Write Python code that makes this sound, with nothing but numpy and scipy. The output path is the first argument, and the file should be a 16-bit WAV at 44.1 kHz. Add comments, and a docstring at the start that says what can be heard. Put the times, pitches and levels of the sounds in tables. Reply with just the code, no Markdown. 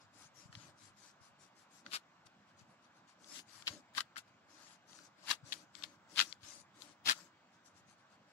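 """Wooden table in a quiet room: a wax crayon colours a sheet of paper close to the left port of a phone.
Soft strokes: patchy noise of random contacts hisses on the paper's tooth. Hard scrapes: a dense crackle
of slips rings the sheet and shakes the table. Snaps: a few decaying rings; bumps of the hand: low swings.
The right port hears the crayon later, duller and shaded by the phone's body; a steady room tone lies below."""
import sys
import numpy as np
from scipy import signal
from scipy.fft import rfft, irfft, next_fast_len
from scipy.io import wavfile
from scipy.ndimage import uniform_filter1d

SR = 44100
rng = np.random.default_rng(int(sys.argv[2]) if len(sys.argv) > 2 else 0)


def waveform_to_disk(signal):
    """Save audio, clipped to [-1, 1], as 16-bit WAV at the path in sys.argv[1]."""
    frames = np.transpose(np.atleast_2d(signal))
    scaled = np.clip(frames, -1, 1) * 32767
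    samples = np.round(scaled).astype(np.int16)
    wavfile.write(sys.argv[1], SR, samples)


N = 366912
PORT_LAG_S = 0.00009  # right port after left


def amp(db):
    """Decibels to gain."""
    return 10 ** (np.asarray(db) / 20)


def unit(x):
    """Scaled to rms 1."""
    return x / np.sqrt(np.mean(x ** 2) + 1e-20)


def along(points, hz):
    """(Hz, value) points interpolated on a log frequency axis."""
    f, v = np.transpose(points)
    return np.interp(np.log(hz + 1), np.log(f + 1), v)


def colour(points):
    """Zero-phase gain response through (Hz, dB) points."""
    return lambda hz: amp(along(points, hz))


def filtered(x, response):
    """x times a complex response of frequency, zero-padded by half a second or more."""
    m = next_fast_len(N + SR // 2)
    spectrum = rfft(x, m) * response(np.fft.rfftfreq(m, 1 / SR))
    return irfft(spectrum, m)[..., :N]


def noise(points):
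    """Coloured noise of rms 1."""
    return unit(filtered(rng.standard_normal(N), colour(points)))


def modes(table):
    """Causal response of parallel resonances with alternating sign."""
    def response(hz):
        total = 0
        for k, (centre_hz, width_hz, db) in enumerate(table):
            damping = 1j * hz * width_hz
            total = total + (-1) ** k * amp(db) * damping / (centre_hz ** 2 - hz ** 2 + damping)
        return total
    return response


def skirt(hz):
    """The thin sheet radiates no bass: a steep double high-pass."""
    s = 1j * hz / 950
    return (s * s / (s * s + 1.285 * s + 1)) ** 2


def grit(rate_hz, spread_db):
    """Random contacts of uneven size, rms 1."""
    hits = rng.random(N) < rate_hz / SR
    sizes = rng.standard_normal(N) * amp(spread_db * rng.standard_normal(N))
    return unit(hits * sizes)


def patchy(x, depth_db):
    """Random gain in patches of pitch and time."""
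    z = signal.stft(x, nperseg=512)[2]
    field = uniform_filter1d(rng.standard_normal(z.shape[-2:]), 6, 0)
    field = uniform_filter1d(field, 10, 1)
    return signal.istft(z * amp(depth_db * unit(field)), nperseg=512)[1][..., :N]


def tooth(points, patchy_db):
    """Coloured contacts with the tooth of the paper, rms 1."""
    return unit(filtered(patchy(grit(9000, spread_db=1), patchy_db), colour(points)))


# strokes: start t/s, length/s, level/dB, swell start to end/dB, dull share/dB, table rumble level/dB
STROKE_EVENTS = [(-0.03, 0.078, -73, 8.5, 2.5, -78), (0.139, 0.13, -61.5, 5, -2.5, -74),
                 (0.352, 0.12, -61.5, 0, -4, -74), (0.525, 0.18, -62.5, -1, 1, -68.5),
                 (0.778, 0.12, -63, 1.5, -1.5, -74), (0.972, 0.14, -61, 2.5, -3.5, -75),
                 (1.214, 0.078, -65.5, -0.5, -2.5, -81), (1.396, 0.081, -63.5, -1, -4, -76.5),
                 (1.562, 0.076, -66, 2, -3.5, -78), (1.71, 0.1, -62.5, 2.5, -5.5, -93),
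                 (1.852, 0.048, -68, 2, 8.5, -64), (2.264, 0.018, -64, -16, -1, -81),
                 (2.471, 0.042, -74, 3, 2, -90), (2.573, 0.047, -67, 5, 2.5, -76),
                 (2.675, 0.064, -75.5, 7, 0, -89), (2.822, 0.048, -76, 3, 8, -97),
                 (2.943, 0.05, -75.5, 5, 3, -78), (3.076, 0.056, -69.5, -1.5, 4.5, -83),
                 (3.206, 0.202, -55, 12.5, -8, -67), (3.477, 0.15, -57, 5, -3, -76),
                 (3.668, 0.13, -55.5, -7.5, -1.5, -59), (4.266, 0.026, -74, 4, 6, -82),
                 (4.495, 0.26, -63.5, 3, 1, -76), (4.882, 0.19, -59.5, -1.5, -2.5, -70),
                 (5.176, 0.17, -59.5, 17, 2.5, -71.5), (5.456, 0.18, -57, -4, -3, -65.5),
                 (5.748, 0.21, -65, -9.5, 4, -70.5), (6.102, 0.23, -55.5, 2, -4.5, -67),
                 (6.434, 0.18, -53.5, -1.5, -7.5, -69.5), (6.75, 0.18, -63, 3, 0, -69.5),
                 (7.125, 0.15, -58, -7.5, -2, -70), (7.524, 0.044, -75, -1, -0.5, -81.5),
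                 (7.653, 0.063, -66, -15.5, -9, -93), (7.748, 0.049, -67.5, 6, -1.5, -79),
                 (7.874, 0.06, -67.5, 2, 1, -87), (7.983, 0.042, -77, -3, 4.5, -83),
                 (8.097, 0.056, -72.5, 5, 3, -82), (8.259, 0.073, -78.5, 7, 4, -87)]
# fine tooth: f/Hz, relative density/(dB per Hz)
FINE_TOOTH = [(2000, -26.5), (3300, -15), (4500, -4), (5300, 1), (6200, 2), (6900, -1), (7700, 0.5),
              (8300, -12.5), (9500, -37)]
# broad rub: f/Hz, relative density/(dB per Hz)
BROAD_RUB = [(400, -21), (1000, 0), (1600, 0), (2200, -4.5), (3500, -2.5), (4800, 0.5), (7000, -35)]
# finest dust: f/Hz, relative density/(dB per Hz)
FINEST_DUST = [(7000, -28), (8500, 5), (10300, 2), (12000, -3.5), (13000, -15), (15500, -25)]
# table top resonances: f/Hz, width/Hz, level/dB
TABLE_MODES = [(172, 25.2, -1), (303, 38, 3.5), (585.5, 30, -0.5)]
ARCH_DB, DUST_SHARE_DB = 2.5, -9  # a stroke is fastest, so loudest, halfway; share of the finest dust


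def strokes():
    """Each stroke speeds up, runs over the tooth of the paper and lifts off; the table hums along."""
    t = np.arange(N) / SR
    fine, dull, rumble = np.zeros((3, N))
    for start_s, length_s, db, swell_db, dull_db, rumble_db in STROKE_EVENTS:
        on = slice(max(int((start_s - 0.04) * SR), 0), int((start_s + length_s + 0.2) * SR))
        u = t[on] - start_s
        lift = 0.93 / (1 + np.exp((u - length_s) / 0.011))
        lift += 0.17 * amp(-60 * np.maximum(u - length_s, 0) / 0.055)  # the tip trails lightly
        edge = lift / (1 + np.exp(-u / (0.0039 + 0.024 * length_s)))  # long strokes start more gently
        way = np.clip(4 * (u / length_s - 0.5), -1, 1)  # -1 early, 0 halfway, 1 late
        press = edge * amp(db + swell_db * way / 2 - ARCH_DB * way ** 2)
        fine[on] += press
        dull[on] += press * amp(dull_db)
        rumble[on] += edge * amp(rumble_db)
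    hum = unit(filtered(rng.standard_normal(N), modes(TABLE_MODES)))
    dust = amp(DUST_SHARE_DB) * tooth(FINEST_DUST, patchy_db=5)
    hiss = tooth(FINE_TOOTH, patchy_db=3.4) + dust
    return fine * hiss + dull * tooth(BROAD_RUB, patchy_db=1.4) + rumble * hum


# room tone: f/Hz, relative density/(dB per Hz)
ROOM_COLOUR = [(25, -42.5), (60, -23), (110, -5.5), (190, 0), (310, -4.5), (430, -12.5), (600, -4.5),
               (1000, -3.5), (1550, -5), (1800, -10), (2300, -11.5), (3300, -16), (7900, -25), (8600, -45),
               (15500, -42)]
# likeness of the ports: f/Hz, likeness/(0-1)
PORT_LIKENESS = [(60, 0.99), (250, 0.98), (520, 0.92), (1000, 0.42), (2600, 0.89), (3700, 0.16),
                 (8000, .05)]
# lean of the room tone: f/Hz, left over right/dB
ROOM_BALANCE = [(100, -5), (520, 4), (1100, -3.5), (1800, 0.5), (3400, 2.5), (6000, -0.5), (9000, -2)]


def room():
    """Steady room tone, alike at both ports in the bass, a little earlier at the left."""
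    common, own = patchy(rng.standard_normal((2, N)), depth_db=1.5)

    def alike(hz):
        return np.clip(along(PORT_LIKENESS, hz), 0, 1)

    def shared(hz):
        return alike(hz) * np.exp(-2j * np.pi * hz * PORT_LAG_S)

    def port_gains(hz):
        half_lean_db = along(ROOM_BALANCE, hz) / 2
        return amp(along(ROOM_COLOUR, hz) + np.array([half_lean_db, -half_lean_db]))

    right = filtered(common, shared) + filtered(own, lambda hz: np.sqrt(1 - alike(hz) ** 2))
    return amp(-67.5) * unit(filtered(np.array([common, right]), port_gains))


# bumps: start t/s, peak level/dB, nominal f/Hz, length/s, deep rumble level at the bump's end/dB
BUMP_EVENTS = [(0.451, -49, 135, 0.016, -77), (0.486, -54.5, 141, 0.028, -73),
               (0.569, -47, 141, 0.015, -65), (0.639, -59, 156, 0.02, -67),
               (0.893, -65.5, 106, 0.015, -71.5), (1.203, -59.5, 108, 0.028, -80),
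               (1.851, -57.5, 237, 0.032, -83), (2.249, -65, 102, 0.033, -77),
               (2.602, -59, 187, 0.03, -69.5), (3.314, -58, 262, 0.03, -90),
               (3.366, -53.5, 282, 0.023, -88), (3.698, -49.5, 119, 0.026, -68),
               (5.426, -47.5, 144, 0.028, -72.5), (5.833, -65, 106, 0.034, -72.5),
               (6.424, -59.5, 108, 0.03, -77)]
# deep rumble of the resting hand: t/s, level/dB
HAND_RUMBLE = [(0.0, -77), (0.39, -74.5), (1.13, -88), (1.32, -82), (1.78, -96), (2.87, -95), (3.24, -93),
               (3.61, -74), (3.84, -80), (4.87, -86), (5.01, -81), (5.19, -88.5), (6.35, -77.5),
               (6.58, -74.5), (6.98, -83), (7.67, -89.5), (7.76, -75), (8.32, -93)]
# colour of the deep rumble: f/Hz, relative density/(dB per Hz)
DEEP_COLOUR = [(25, -28.5), (60, -19.5), (95, 13), (140, 9), (220, -38.5)]
BUILD_DB_PER_S, FADE_DB_PER_S = 88.5, 149  # rumble before and after a bump's end


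def bumps():
    """Soft thuds, a few low swings each, over the rumble of the hand, which swells around them."""
    out, now = np.zeros(N), np.arange(N) / SR
    rumble_db = np.interp(now, *np.transpose(HAND_RUMBLE))
    for start_s, db, hz, length_s, deep_db in BUMP_EVENTS:
        t = np.arange(round(length_s * SR)) / SR
        # the pitch sags as the flesh spreads
        swing = np.sin(2 * np.pi * hz * t * (1.15 - 0.18 * t / length_s))
        window = np.sin(np.pi * (t / length_s) ** 0.95) ** 2
        out[round(start_s * SR):][:len(t)] += amp(db) * window * swing
        after_s = now - start_s - length_s
        drop_db = np.maximum(FADE_DB_PER_S * after_s, -BUILD_DB_PER_S * after_s)
        rumble_db = np.maximum(rumble_db, deep_db - drop_db)
    return out + amp(rumble_db) * noise(DEEP_COLOUR)


# snaps of wax and paper: t/s, peak level before the high-pass/dB, low ring/dB,
# lean to the left before port shading/dB, favoured f/Hz
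SNAP_EVENTS = [(0.527, -41, -4, -7, 2920), (0.552, -31.5, -8.5, -3, 2600), (1.8635, -31.5, 2.5, -6, 4360),
               (1.9138, -40, -6, -4, 3000), (1.9594, -32, -15, 3, 3670), (2.2677, -45, -17, -9, 3080),
               (3.2438, -42.5, -6, -4, 4420), (3.495, -46, -9.5, 4, 5080), (3.5534, -49, -9.5, 3, 5090),
               (3.623, -35.5, -9, 0, 3120), (3.6705, -21.5, -20, -10, 2930), (3.678, -15.5, -8, 0, 3460),
               (3.9496, -32.5, -9, -4, 2730), (3.974, -29, 13, 7, 2700), (3.9796, -19, 1.5, -0.5, 2300),
               (3.985, -24.5, 8, -4, 3060), (4.0063, -16.5, 3, 4, 2700), (4.159, -35, 4, 0, 2520),
               (4.1665, -29, 17, 7, 3220), (4.181, -34, 0, 9, 2440), (4.931, -41, -12.5, 12, 4260),
               (4.989, -42, -1, 1, 4780), (5.2837, -25, -4, 7, 3500), (5.3121, -12, -10, 10.5, 4180),
               (5.5233, -18.5, -8.5, -1, 3440), (5.5297, -20.5, -13, 13, 3680), (5.5394, -31, -7, 3, 3780),
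               (5.7521, -29, -14, 13, 3600), (5.824, -31, -13, 5, 4080), (5.8374, -22, -9, 5, 2950),
               (5.8432, -41, -2.5, 5, 4750), (6.16, -28, -15.5, 8, 3200), (6.1675, -31, -8, 8, 3594),
               (6.175, -20.5, -3.5, 8, 4340), (6.1813, -15, -9, 1.5, 3290), (6.1875, -15.5, -14, -6, 3594),
               (6.1925, -5.5, -6, 6.5, 3400), (6.2014, -7, -8.5, -2, 3420), (6.2119, -9.5, -23, -3, 3127),
               (6.326, -24.5, -15, 19, 3460), (6.4326, -41, -6.5, 4, 5360), (6.808, -43, -13, 6, 5200),
               (6.8204, -30.5, -22, 6, 4680), (7.0588, -27, -17, -5.5, 4680),
               (7.0742, -16, -5.5, -2.5, 3240), (7.0889, -12, -11, -8.5, 4730), (7.0962, -7, -2.5, 8, 3930),
               (7.1204, -17, -15, 6, 4010)]
# sheet resonances, low, middle and high group: f/Hz, width/Hz, relative level/dB
LOW_MODES = [(1365, 786, -3.5), (1607, 560, -0.5)]
MID_MODES = [(2320, 970, -5.5), (3270, 860, -0.5), (4038, 860, -0.5), (4820, 940, -2.5), (5770, 1000, -9.5)]
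HIGH_MODES = [(6900, 1120, -0.5), (10920, 3200, -9.5)]
# high ring of a snap at the soft level; lost per dB of a stronger one
SOFT_SNAP_DB, SOFT_TREBLE_DB, TREBLE_LOSS_DB_PER_DB = -46, -5, 0.23


def snaps():
    """A snap is a few quick slips; each rings the sheet, most of all near the pitch that the spot favours."""
    out, t = np.zeros((2, N)), np.arange(400) / SR
    draws = rng.random((len(SNAP_EVENTS), 3, 10))  # per slip: a wait and nine ring sizes
    for (start_s, db, low_db, lean_db, pitch_hz), draw in zip(SNAP_EVENTS, draws):
        high_db = SOFT_TREBLE_DB - TREBLE_LOSS_DB_PER_DB * (db - SOFT_SNAP_DB)
        rings = [(hz, w, g + low_db) for hz, w, g in LOW_MODES]
        rings += [(hz, w, g - 4 * abs(np.log2(hz / pitch_hz))) for hz, w, g in MID_MODES]
        rings += [(hz, w, g + high_db) for hz, w, g in HIGH_MODES]
        snap = np.zeros(len(t))
        for k, (wait, *sizes) in enumerate(draw):
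            late = np.maximum(t - 0.000905 * k * (0.709 + 0.6 * wait), 0)
            soft = 1 - np.exp(-late / 0.00051)  # wax gives a little before it lets go
            for m, ((hz, width_hz, g), size) in enumerate(zip(rings, sizes)):
                gain = (-1) ** m * amp(g - 6.3 * k + 11 * size)  # later slips tend to be weaker
                decay = np.exp(-np.pi * width_hz * late)
                snap += gain * soft * decay * np.sin(2 * np.pi * hz * late)
        first = round(start_s * SR)
        out[:, first:first + len(t)] += amp([[db], [db - lean_db]]) * snap / np.abs(snap).max()
    return filtered(out, skirt)


# hard scrapes: t of full pressure/s, level before sheet and table gains/dB, rise/s, hold/s, fall/s,
# low ring/dB, high ring/dB
SCRAPE_EVENTS = [(1.934, -37, 0.032, .027, 0.031, 1.5, -12.5), (3.363, -50.5, 0.1, 0.033, 0.031, -3, -7),
                 (3.68, -35.5, 0.025, .001, .03, -7, -15.5), (3.977, -35, 0.035, 0.0082, 0.037, 5, -12),
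                 (4.005, -35, .002, 0.0008, 0.013, 2, -11.5), (4.165, -50, 0.0053, .012, .003, 4, -11),
                 (4.179, -40.5, .002, .002, 0.03, 3.5, -8.5), (5.31, -27.5, 0.047, 0.0051, 0.034, 1, -13.5),
                 (5.522, -41.5, 0.0034, .004, .05, -3, -9.5), (5.835, -39.5, .002, 0.0011, 0.03, -4, -14.5),
                 (6.19, -30.5, 0.041, 0.028, .04, 1, -13.5), (6.441, -58, 0.055, .04, 0.072, 1.5, -24),
                 (6.821, -57.5, 0.053, 0.0041, .06, 2, -3), (7.061, -34, 0.018, .017, 0.013, -2, -19),
                 (7.086, -28.5, 0.02, 0.03, 0.025, 3, -11.5)]
# table body under a scrape: f/Hz, relative density/(dB per Hz)
TABLE_BODY = [(30, -28.5), (100, -12.5), (250, -2), (420, -10), (800, -5.5), (1200, -16.5)]
RAMP_DB, DUST_FOLLOWS = 29.5, 0.8  # change over a rise or fall time; fine dust follows less steeply
SHEET_DB, SHAKE_DB, JOLT_DB = 14, -15.5, -36.5  # sheet, table body and deep rumble


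def scrapes():
    """Pressed hard, the wax sticks and slips in a dense crackle that rings the sheet and shakes the table."""
    t = np.arange(N) / SR
    level, low, high = np.zeros((3, N))
    for full_s, db, rise_s, hold_s, fall_s, low_db, high_db in SCRAPE_EVENTS:
        on = slice(int((full_s - 1.2 * rise_s) * SR), int((full_s + hold_s + 1.4 * fall_s) * SR))
        before = (full_s - t[on]) / rise_s
        after = (t[on] - full_s - hold_s) / fall_s
        ease_db = RAMP_DB * np.maximum(0, np.maximum(before, after))
        level[on] += amp(db - ease_db)
        low[on] += amp(db + low_db - ease_db)
        high[on] += amp(db + high_db - DUST_FOLLOWS * ease_db)
    clumps = amp(2 * unit(uniform_filter1d(rng.standard_normal(N), 130)))  # slips come in bunches
    slips = unit(clumps * grit(6000, spread_db=0.5))
    dust = grit(12000, spread_db=2)  # the treble comes from finer, denser contacts

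    def ring(x, group):
        return filtered(x, lambda hz: modes(group)(hz) * skirt(hz))

    sheet = ring(low * slips, LOW_MODES) + ring(level * slips, MID_MODES) + ring(high * dust, HIGH_MODES)
    shake = amp(SHAKE_DB) * uniform_filter1d(level, 600) * noise(TABLE_BODY)
    jolt = amp(JOLT_DB) * uniform_filter1d(level, 3000) * noise(DEEP_COLOUR)
    return amp(SHEET_DB) * sheet + shake + jolt


def scatter(x, t60_s):
    """x through random reflections of energy 1; they change as the hand moves, in overlapping blocks."""
    size = 2048
    out, t = np.zeros(N + SR), np.arange(round(t60_s * SR)) / SR
    window = np.sin(np.pi * np.arange(size) / size)
    padded = np.pad(x, (size // 2, size))
    for start in range(0, N, size // 2):
        tail = rng.standard_normal(len(t)) * amp(-60 * t / t60_s)
        part = signal.fftconvolve(padded[start:start + size] * window, tail / np.linalg.norm(tail))
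        out[start:start + len(part)] += part
    return out[size // 2:][:N]


# shading of the right port: f/Hz, gain/dB
RIGHT_SHADE = [(50, -2.5), (170, -1.5), (600, -3.5), (1100, -3), (2100, -5), (3800, -14), (5600, -8.5),
               (7600, -15), (8600, -40), (12000, -25.5), (14000, -13)]
# amplitude share reaching the right port unscattered: f/Hz, share/(0-1)
DIRECT_SHARE = [(40, 0.31), (100, .6), (300, 0.77), (700, 0.91), (1500, 0.12), (3100, 0), (4000, 0.1),
                (8000, 0)]


def ports(left, right):
    """The left port hears the crayon directly; the right one shaded, later and partly scattered off the table."""
    def share(hz):
        return np.clip(along(DIRECT_SHARE, hz), 0, 1)

    direct = filtered(right, lambda hz: share(hz) * np.exp(-2j * np.pi * hz * PORT_LAG_S))
    diffuse = filtered(scatter(right, t60_s=0.021), lambda hz: np.sqrt(1 - share(hz) ** 2))
    return np.array([left, filtered(direct + diffuse, colour(RIGHT_SHADE))])


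def scene():
    """Crayon and hand near the phone, a faint answer of the walls, the room tone."""
    left, right = strokes() + bumps() + snaps() + scrapes()
    wall_left = scatter(left, t60_s=0.15)
    wall_right = amp(-15.5) * scatter(left, t60_s=0.12)
    walls = amp(-23) * np.array([wall_left, wall_right])
    return ports(left, right) + walls + room()


def record(dry):
    """The phone keeps nothing above its band limit."""
    top_hz = 15687
    return filtered(dry, lambda hz: hz < top_hz)


dry = scene()
out = record(dry)
waveform_to_disk(out)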